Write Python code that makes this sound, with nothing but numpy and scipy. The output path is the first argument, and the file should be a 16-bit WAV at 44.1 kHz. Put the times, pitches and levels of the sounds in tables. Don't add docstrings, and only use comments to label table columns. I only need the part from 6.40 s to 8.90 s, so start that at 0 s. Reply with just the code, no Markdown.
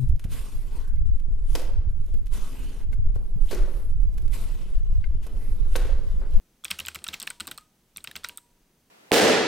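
import sys
import numpy as np
from scipy import signal
from scipy.fft import rfft, irfft
from scipy.io import wavfile

SR = 44100
rng = np.random.default_rng(int(sys.argv[2]) if len(sys.argv) > 2 else 0)


def waveform_to_disk(signal):
    frames = np.transpose(np.atleast_2d(signal))
    scaled = np.clip(frames, -1, 1) * 32767
    samples = np.round(scaled).astype(np.int16)
    wavfile.write(sys.argv[1], SR, samples)


def invert_db(x):
    u = np.asarray(x, float) / 20
    return 10 ** u


N = 110250
SPECTRUM_HZ = np.fft.rfftfreq(N, 1 / SR)
TOP_HZ = 15800

# start_s, peak_db, cap_pitch_hz, case_level_db
TAPS = [(0.2385, -33.5, 3360, 1), (0.2634, -45, 1600, -8), (0.281, -31, 3430, -33),
        (0.3038, -26, 2560, -17), (0.328, -39, 3000, -24), (0.345, -40, 3500, -17),
        (0.39, -21.5, 2880, -15), (0.417, -40, 3970, -24), (0.451, -29, 3780, -18), (0.516, -40, 2530, -5),
        (0.547, -31, 2800, -9), (0.5516, -25, 2960, -17), (0.588, -39.5, 2610, -17),
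        (0.619, -46.5, 1510, -5), (0.6658, -28.5, 2760, -7), (0.6687, -28, 3130, -12),
        (0.73, -37.5, 2500, -8), (0.7332, -24, 3100, -18), (0.737, -28.5, 3220, -9),
        (0.8173, -23.5, 3460, -17), (0.9996, -24.5, 3800, -16), (1.003, -31.5, 2700, 0),
        (1.0086, -25.5, 3100, -12), (1.0535, -43, 1530, -9), (1.0842, -36.5, 4840, -5),
        (1.087, -37, 4800, -8), (1.127, -47.5, 3500, -4), (1.5618, -31, 3670, -22),
        (1.605, -44.5, 3880, -33), (1.78, -44, 3100, -22), (1.8349, -38, 2720, 2), (1.862, -40.5, 3900, -5),
        (1.8524, -33.5, 3840, -42)]
# start_s, peak_db, pitch_hz, upper_partials_db
SNAPS = [(0.2454, -18, 8650, -16.5), (0.3081, -15, 8210, -15.5), (0.3124, -26, 9040, -28),
         (0.3869, -25, 6770, -4), (0.399, -20.5, 6850, -12.5), (0.4606, -21, 7920, -12.5),
         (0.483, -18.5, 7550, -18), (0.5458, -24, 7800, -14), (0.556, -23.5, 8700, -8.5),
         (0.6405, -20, 8370, -11), (0.68, -23, 7830, -13), (0.738, -30, 6750, 2), (0.728, -38, 8300, -15),
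         (0.7997, -20.5, 8320, -19), (0.8172, -32, 8000, -21), (0.8268, -19.5, 8200, -12),
         (0.87, -23.5, 8450, -17), (0.902, -19.5, 8300, -22), (0.999, -27.5, 8700, -26),
         (1.0046, -20, 8300, -21), (1.0702, -23, 8300, -16), (1.0763, -25, 8540, -21),
         (1.1117, -24, 8060, -12), (1.119, -34.5, 8400, -7), (1.144, -46, 8300, -15),
         (1.1762, -25.5, 8340, -16), (1.184, -37.5, 8300, -26), (1.209, -49, 8040, -14),
         (1.5708, -21, 8570, -12), (1.641, -24.5, 8680, -11.5), (1.6733, -37.5, 7550, -11),
         (1.7123, -34, 9400, -13), (1.7606, -24, 7740, -11.5), (1.774, -35.5, 8150, -18),
         (1.8411, -27.5, 8440, -14), (1.8463, -32.5, 7500, -32), (1.854, -41, 8400, -25),
         (1.872, -41, 8900, -25), (1.8868, -21, 8600, -16), (1.9593, -51, 9200, -20),
         (1.9734, -21.5, 8220, -9.5), (1.9813, -37, 8270, -16), (1.985, -41.5, 8700, -14)]
# start_s, peak_db, cap_pitch_hz, case_level_db, case_pitch_hz
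CLACKS = [(0.2515, -20, 3470, -16.5, 1540), (0.3123, -12.5, 2557, -55, 1280),
          (0.4027, -19.5, 2850, -26, 1290), (0.468, -24, 3030, -33, 1190), (0.4846, -20, 2465, -7.5, 1493),
          (0.5579, -25.5, 2280, -16, 1330), (0.644, -26, 3880, -13.5, 1490), (0.6861, -18, 3610, -19, 1630),
          (0.7412, -17.5, 2750, -24, 1244), (0.8041, -29, 2850, -25, 1270), (0.8317, -26, 4390, -23, 2570),
          (0.874, -18, 2530, -16.5, 1760), (0.9057, -25, 3100, -4, 1500), (1.0046, -25, 4000, -10, 1480),
          (1.0759, -24.5, 4000, -8, 1163), (1.114, -24.5, 3730, -11.5, 1450),
          (1.181, -30, 4260, -1.5, 1254), (1.5804, -32, 2305, -28.5, 1220),
          (1.6452, -29, 2230, -10.5, 1440), (1.6732, -23, 3780, -18, 1900), (1.713, -32.5, 3810, -11, 1730),
          (1.7548, -23.5, 2180, -17.5, 1520), (1.764, -24, 2620, -25, 1370),
          (1.8452, -18.5, 3850, -8, 1448), (1.8939, -27, 2320, -17, 1580), (1.98, -37.5, 3480, -7, 1315)]

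CAP_T60, CASE_T60, CASE_HZ = 0.0094, 0.017, 1335
TAP_RISE_S, CLACK_RISE_S = 0.001, 0.0009


def evened(x):
    return x / np.sqrt(np.mean(x ** 2) + 1e-20)


def read(points, hz):
    f, value = np.transpose(points)
    return np.interp(np.log(hz + 1), np.log(f + 1), value)


def add(mix, s, sound):
    part = mix[round(s * SR):][:len(sound)]
    part += sound[:len(part)]


def ring(t, hz, db, t60, turns=0):
    return invert_db(db - 60 * t / t60) * np.sin(2 * np.pi * (hz * t + turns))


def struck(own, shared, contact_s, db, bounce_s, rise_s):
    scatter_db, detune = 2.0, 0.057
    bounces, bounce_db = 9, -0.5
    t = np.arange(round(0.06 * SR)) / SR
    key = sum(ring(t, hz, d, t60) for hz, d, t60 in own)
    board = np.zeros(len(t))
    for hz, d, t60 in shared:
        louder, higher, sign = rng.standard_normal(3)
        board += np.sign(sign) * ring(t, hz * (1 + detune * higher), d + scatter_db * louder, t60)

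    def contact(s):
        return np.diff(np.exp(-0.5 * ((t[:600] - s) / contact_s * 4 - 3) ** 2), prepend=0)

    first = contact(0)
    when, size = rng.random((bounces, 2)).T
    strength = invert_db(bounce_db - 25.4 * when) * (2 * size - 1) * 2
    hits = first + sum(a * contact(s) for s, a in zip(when * bounce_s, strength))
    sound = signal.oaconvolve(key, first) + signal.oaconvolve(board, hits)
    sound = sound[:len(t)] * np.tanh(t / rise_s)
    return invert_db(db) * sound / abs(sound).max()


def crack(db, rise_s):
    t = np.arange(1200) / SR
    band = signal.butter(2, (1205, 6500), "band", fs=SR)
    grit = evened(signal.lfilter(*band, rng.standard_normal(len(t))))
    return invert_db(db - 11.5 - 60 * t / 0.007) * np.tanh(t / rise_s) * grit


def hiss():
    # pitch_hz, level_db (per Hz)
    colour = [(12, -34), (20, 7.5), (91, -13), (135, -5.5), (200, -6), (237, -8), (1020, -23), (15200, -29),
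              (16500, -26.5)]
    whine_hz, whine_width_hz = 6170, 310
    air_shape = invert_db(read(colour, SPECTRUM_HZ)) * (SPECTRUM_HZ < TOP_HZ)
    air = evened(irfft(rfft(rng.standard_normal(N)) * air_shape, N))
    whine_shape = 1 / (1 + ((SPECTRUM_HZ - whine_hz) / whine_width_hz) ** 4)
    whine = evened(irfft(rfft(rng.standard_normal(N)) * whine_shape, N))
    return invert_db(-65.5) * air + invert_db(-85) * whine


def caps():
    # pitch_hz, level_db, t60_s
    cap_modes = [(2072, -21.5, 0.02), (2700, -5, 0.0063), (3298, -7, 0.0069), (4180, -8, 0.0035),
                 (5416, -11, 0.0037), (8000, -12, 0.0034), (12170, -36, .004)]
    out = np.zeros(N)
    for s, db, hz, case_db in TAPS:
        modes = [(hz, 0, CAP_T60), (CASE_HZ, min(case_db + 8.5, 0), CASE_T60)]
        add(out, s, struck(modes, cap_modes, 0.000085, db, 0.0044, TAP_RISE_S))
        add(out, s, crack(db, TAP_RISE_S))
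    for s, db, hz, case_db, case_hz in CLACKS:
        modes = [(hz, 0, CAP_T60), (case_hz, case_db + 12.5, CASE_T60),
                 (case_hz * 1.296, case_db + 6.5, CAP_T60), (case_hz * 0.705, case_db, CAP_T60)]
        add(out, s, struck(modes, cap_modes, 0.00012, db - 0.5, 0.0055, CLACK_RISE_S))
        add(out, s, crack(db, CLACK_RISE_S))
    return out


def shell():
    # pitch_hz, level_db
    colour = [(700, -15.5), (1300, -3), (1800, -7), (2800, -6), (4500, -8.5), (6500, -15), (8500, -20),
              (14000, -21.5)]
    spring_hz, spring_width_hz, spring_lift_db = 8300, 1150, 15
    blows, pings = np.zeros(N), np.zeros(N)
    for s, db, *_ in TAPS + CLACKS:
        blows[round(s * SR)] += invert_db(db + 10)
    for s, db, *_ in SNAPS:
        pings[round(s * SR)] += invert_db(db - 10.5)
    lift = invert_db(spring_lift_db / (1 + ((SPECTRUM_HZ - spring_hz) / spring_width_hz) ** 2))
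    bright = lift * SPECTRUM_HZ ** 2 / (SPECTRUM_HZ ** 2 + spring_hz ** 2)
    both = rfft(blows) * invert_db(read(colour, SPECTRUM_HZ)) + rfft(pings) * bright
    return irfft(both * (SPECTRUM_HZ < TOP_HZ), N)


def rattle():
    taps_per_s, t60 = 2700, 0.03
    t = np.arange(SR // 8) / SR
    hit = rng.random(len(t)) < taps_per_s / SR
    taps = hit * rng.standard_normal(len(t)) * invert_db(-60 * t / t60) * (t > 0.002)
    return taps / np.linalg.norm(taps)


def room():
    # pitch_hz, t60_s
    decay = [(200, 0.72), (1300, 0.2), (3000, 0.28), (8500, 0.35), (15000, 0.18)]
    taps = np.zeros(SR // 2)
    at = np.arange(200, len(taps) - 20, 20)
    taps[at + rng.integers(0, 20, len(at))] = rng.choice([-1., 1.], len(at))
    hz, t, z = signal.stft(taps, SR, nperseg=256)
    fade = invert_db(-60 * t / read(decay, hz)[:, None])
    tail = signal.istft(z * fade, SR, nperseg=256)[1]
    return tail / np.linalg.norm(tail)


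def spread(x, tail_of):
    turn = np.arange(N) / SR * 2 * np.pi * 3
    out = np.zeros(N)
    for k in range(3):
        share = np.cos(turn + k * 2 * np.pi / 3) * np.sqrt(2 / 3)
        out += signal.oaconvolve(x * share, tail_of())[:N]
    return out


def snaps():
    # pitch_hz, level_db, t60_s
    upper = [(11640, 7, 0.0023), (13380, 8.5, .0035), (14700, -6, 0.0027), (15600, -7, 0.0026)]
    # pitch_hz, level_db, t60_s
    body = [(3100, -13.5, .003), (3850, -7.5, 0.012), (4815, -9.5, 0.0027), (5900, -15, .003),
            (7250, -9, 0.0042), (8820, -15.5, 0.0022)]
    out = np.zeros(N)
    for s, db, hz, top_db in SNAPS:
        own = [(hz, 0, 0.008), (hz * 1.016, -3, 0.005)]
        shared = [(f, d + top_db + 7.5, t60) for f, d, t60 in upper] + body
        add(out, s + 0.00072, struck(own, shared, 0.00007, db, 0.0015, 0.00019))
    return out


def thumps():
    # start_s, peak_db, pitch_hz, desk_level_db, rumble_db
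    blows = [(0.252, -51.5, 322, 0.5, -3), (0.315, -36.5, 187.4, -6, -23), (0.395, -45, 193, 2, -2),
             (0.415, -47.5, 526, -2, -6), (0.469, -48, 321, 4.5, -2), (0.562, -45, 181, 2, -3),
             (0.615, -54.5, 190, 1, 5), (0.688, -42.5, 195, -0.5, -0.5), (0.699, -52, 350, -3, -12),
             (0.738, -44, 198, -10, -2), (0.824, -43, 220, -17, -1), (0.874, -58, 223, -2, 7),
             (1.012, -38.5, 212, -7.5, -6), (1.015, -42.5, 327, -26, -20), (1.08, -42, 256.6, -18, 0.5),
             (1.088, -44, 346.5, -26, -2), (1.118, -51.5, 282, -2.5, -0.5), (1.569, -50.5, 183, -3.5, -1.5),
             (1.681, -47, 140, -8.5, 0), (1.756, -42, 186, -2.5, -3.5), (1.801, -52, 181, -8, -9),
             (1.846, -59, 197, -13, -1), (1.896, -52, 180, -8, 3.5)]
    t60, desk_hz, desk_t60, rise_s = 0.11, 78, 0.3, 0.02
    out, t = np.zeros(N), np.arange(SR) / SR
    swell = np.sin(np.pi / 2 * np.minimum(t / rise_s, 1)) ** 2
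    band = signal.butter(1, [90, 415], "band", fs=SR)
    for s, db, hz, desk_db, rumble_db in blows:
        modes = [(hz, 0, t60), (desk_hz, desk_db - 3.5, desk_t60),
                 (desk_hz * 1.5, desk_db - 7.5, t60), (desk_hz * 0.59, desk_db - 6.0, t60)]
        thump = sum(ring(t, *mode, rng.random()) for mode in modes)
        rumble = evened(signal.lfilter(*band, rng.standard_normal(SR)))
        rumble = rumble * invert_db(rumble_db - 4.5 - 60 * t / 0.25)
        add(out, s - rise_s / 2, invert_db(db) * swell * (thump + rumble))
    return out


def wire():
    # start_s, level_db
    rings = [
        (.313, -87),
        (.403, -68),
        (.906, -64.5),
        (1.846, -58),
        (1.98, -77),
    ]
    out, t = np.zeros(N), np.arange(SR) / SR
    beat = 1 + 0.5 * np.sin(2 * np.pi * 16.0 * t)
    for s, db in rings:
        add(out, s, ring(t, 960, db, 1) * beat)
    return out


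def plate():
    # start_s, level_db, pitch_hz, t60_s
    rings = [
        (1.186, -54.5, 1249, 0.26),
        (0.38, -61, 1500, 0.11),
        (1.848, -53, 1600, 0.1),
        (1.676, -54, 3200, 0.13),
    ]
    out, t = np.zeros(N), np.arange(SR) / SR
    beat = 1 + 0.59 * np.cos(2 * np.pi * 26.0 * t)
    for s, db, hz, t60 in rings:
        add(out, s, ring(t, hz, db, t60) * beat)
    return out


def scene():
    drive = shell()
    keys = caps() + snaps() + thumps() + wire() + plate()
    keys = keys + invert_db(5.5) * spread(drive, rattle) + invert_db(2) * spread(drive, room)
    noise_shape = (SPECTRUM_HZ < TOP_HZ) / (1 + SPECTRUM_HZ / 14000)
    side = invert_db(-73) * irfft(rfft(rng.standard_normal(N)) * noise_shape, N)
    side = side + invert_db(-57.5) * signal.oaconvolve(keys, rattle())[:N]
    mid = keys + hiss()
    return np.array([mid + side, mid - side])


def roll_off(x):
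    return signal.sosfilt(signal.butter(12, 16970, fs=SR, output="sos"), x)


def record(dry):
    low_pass = signal.firwin(511, 16500, window=("kaiser", 9), fs=SR)
    limited = signal.oaconvolve(dry, low_pass[None], "same")
    return roll_off(limited)


dry = scene()
out = record(dry)
waveform_to_disk(out)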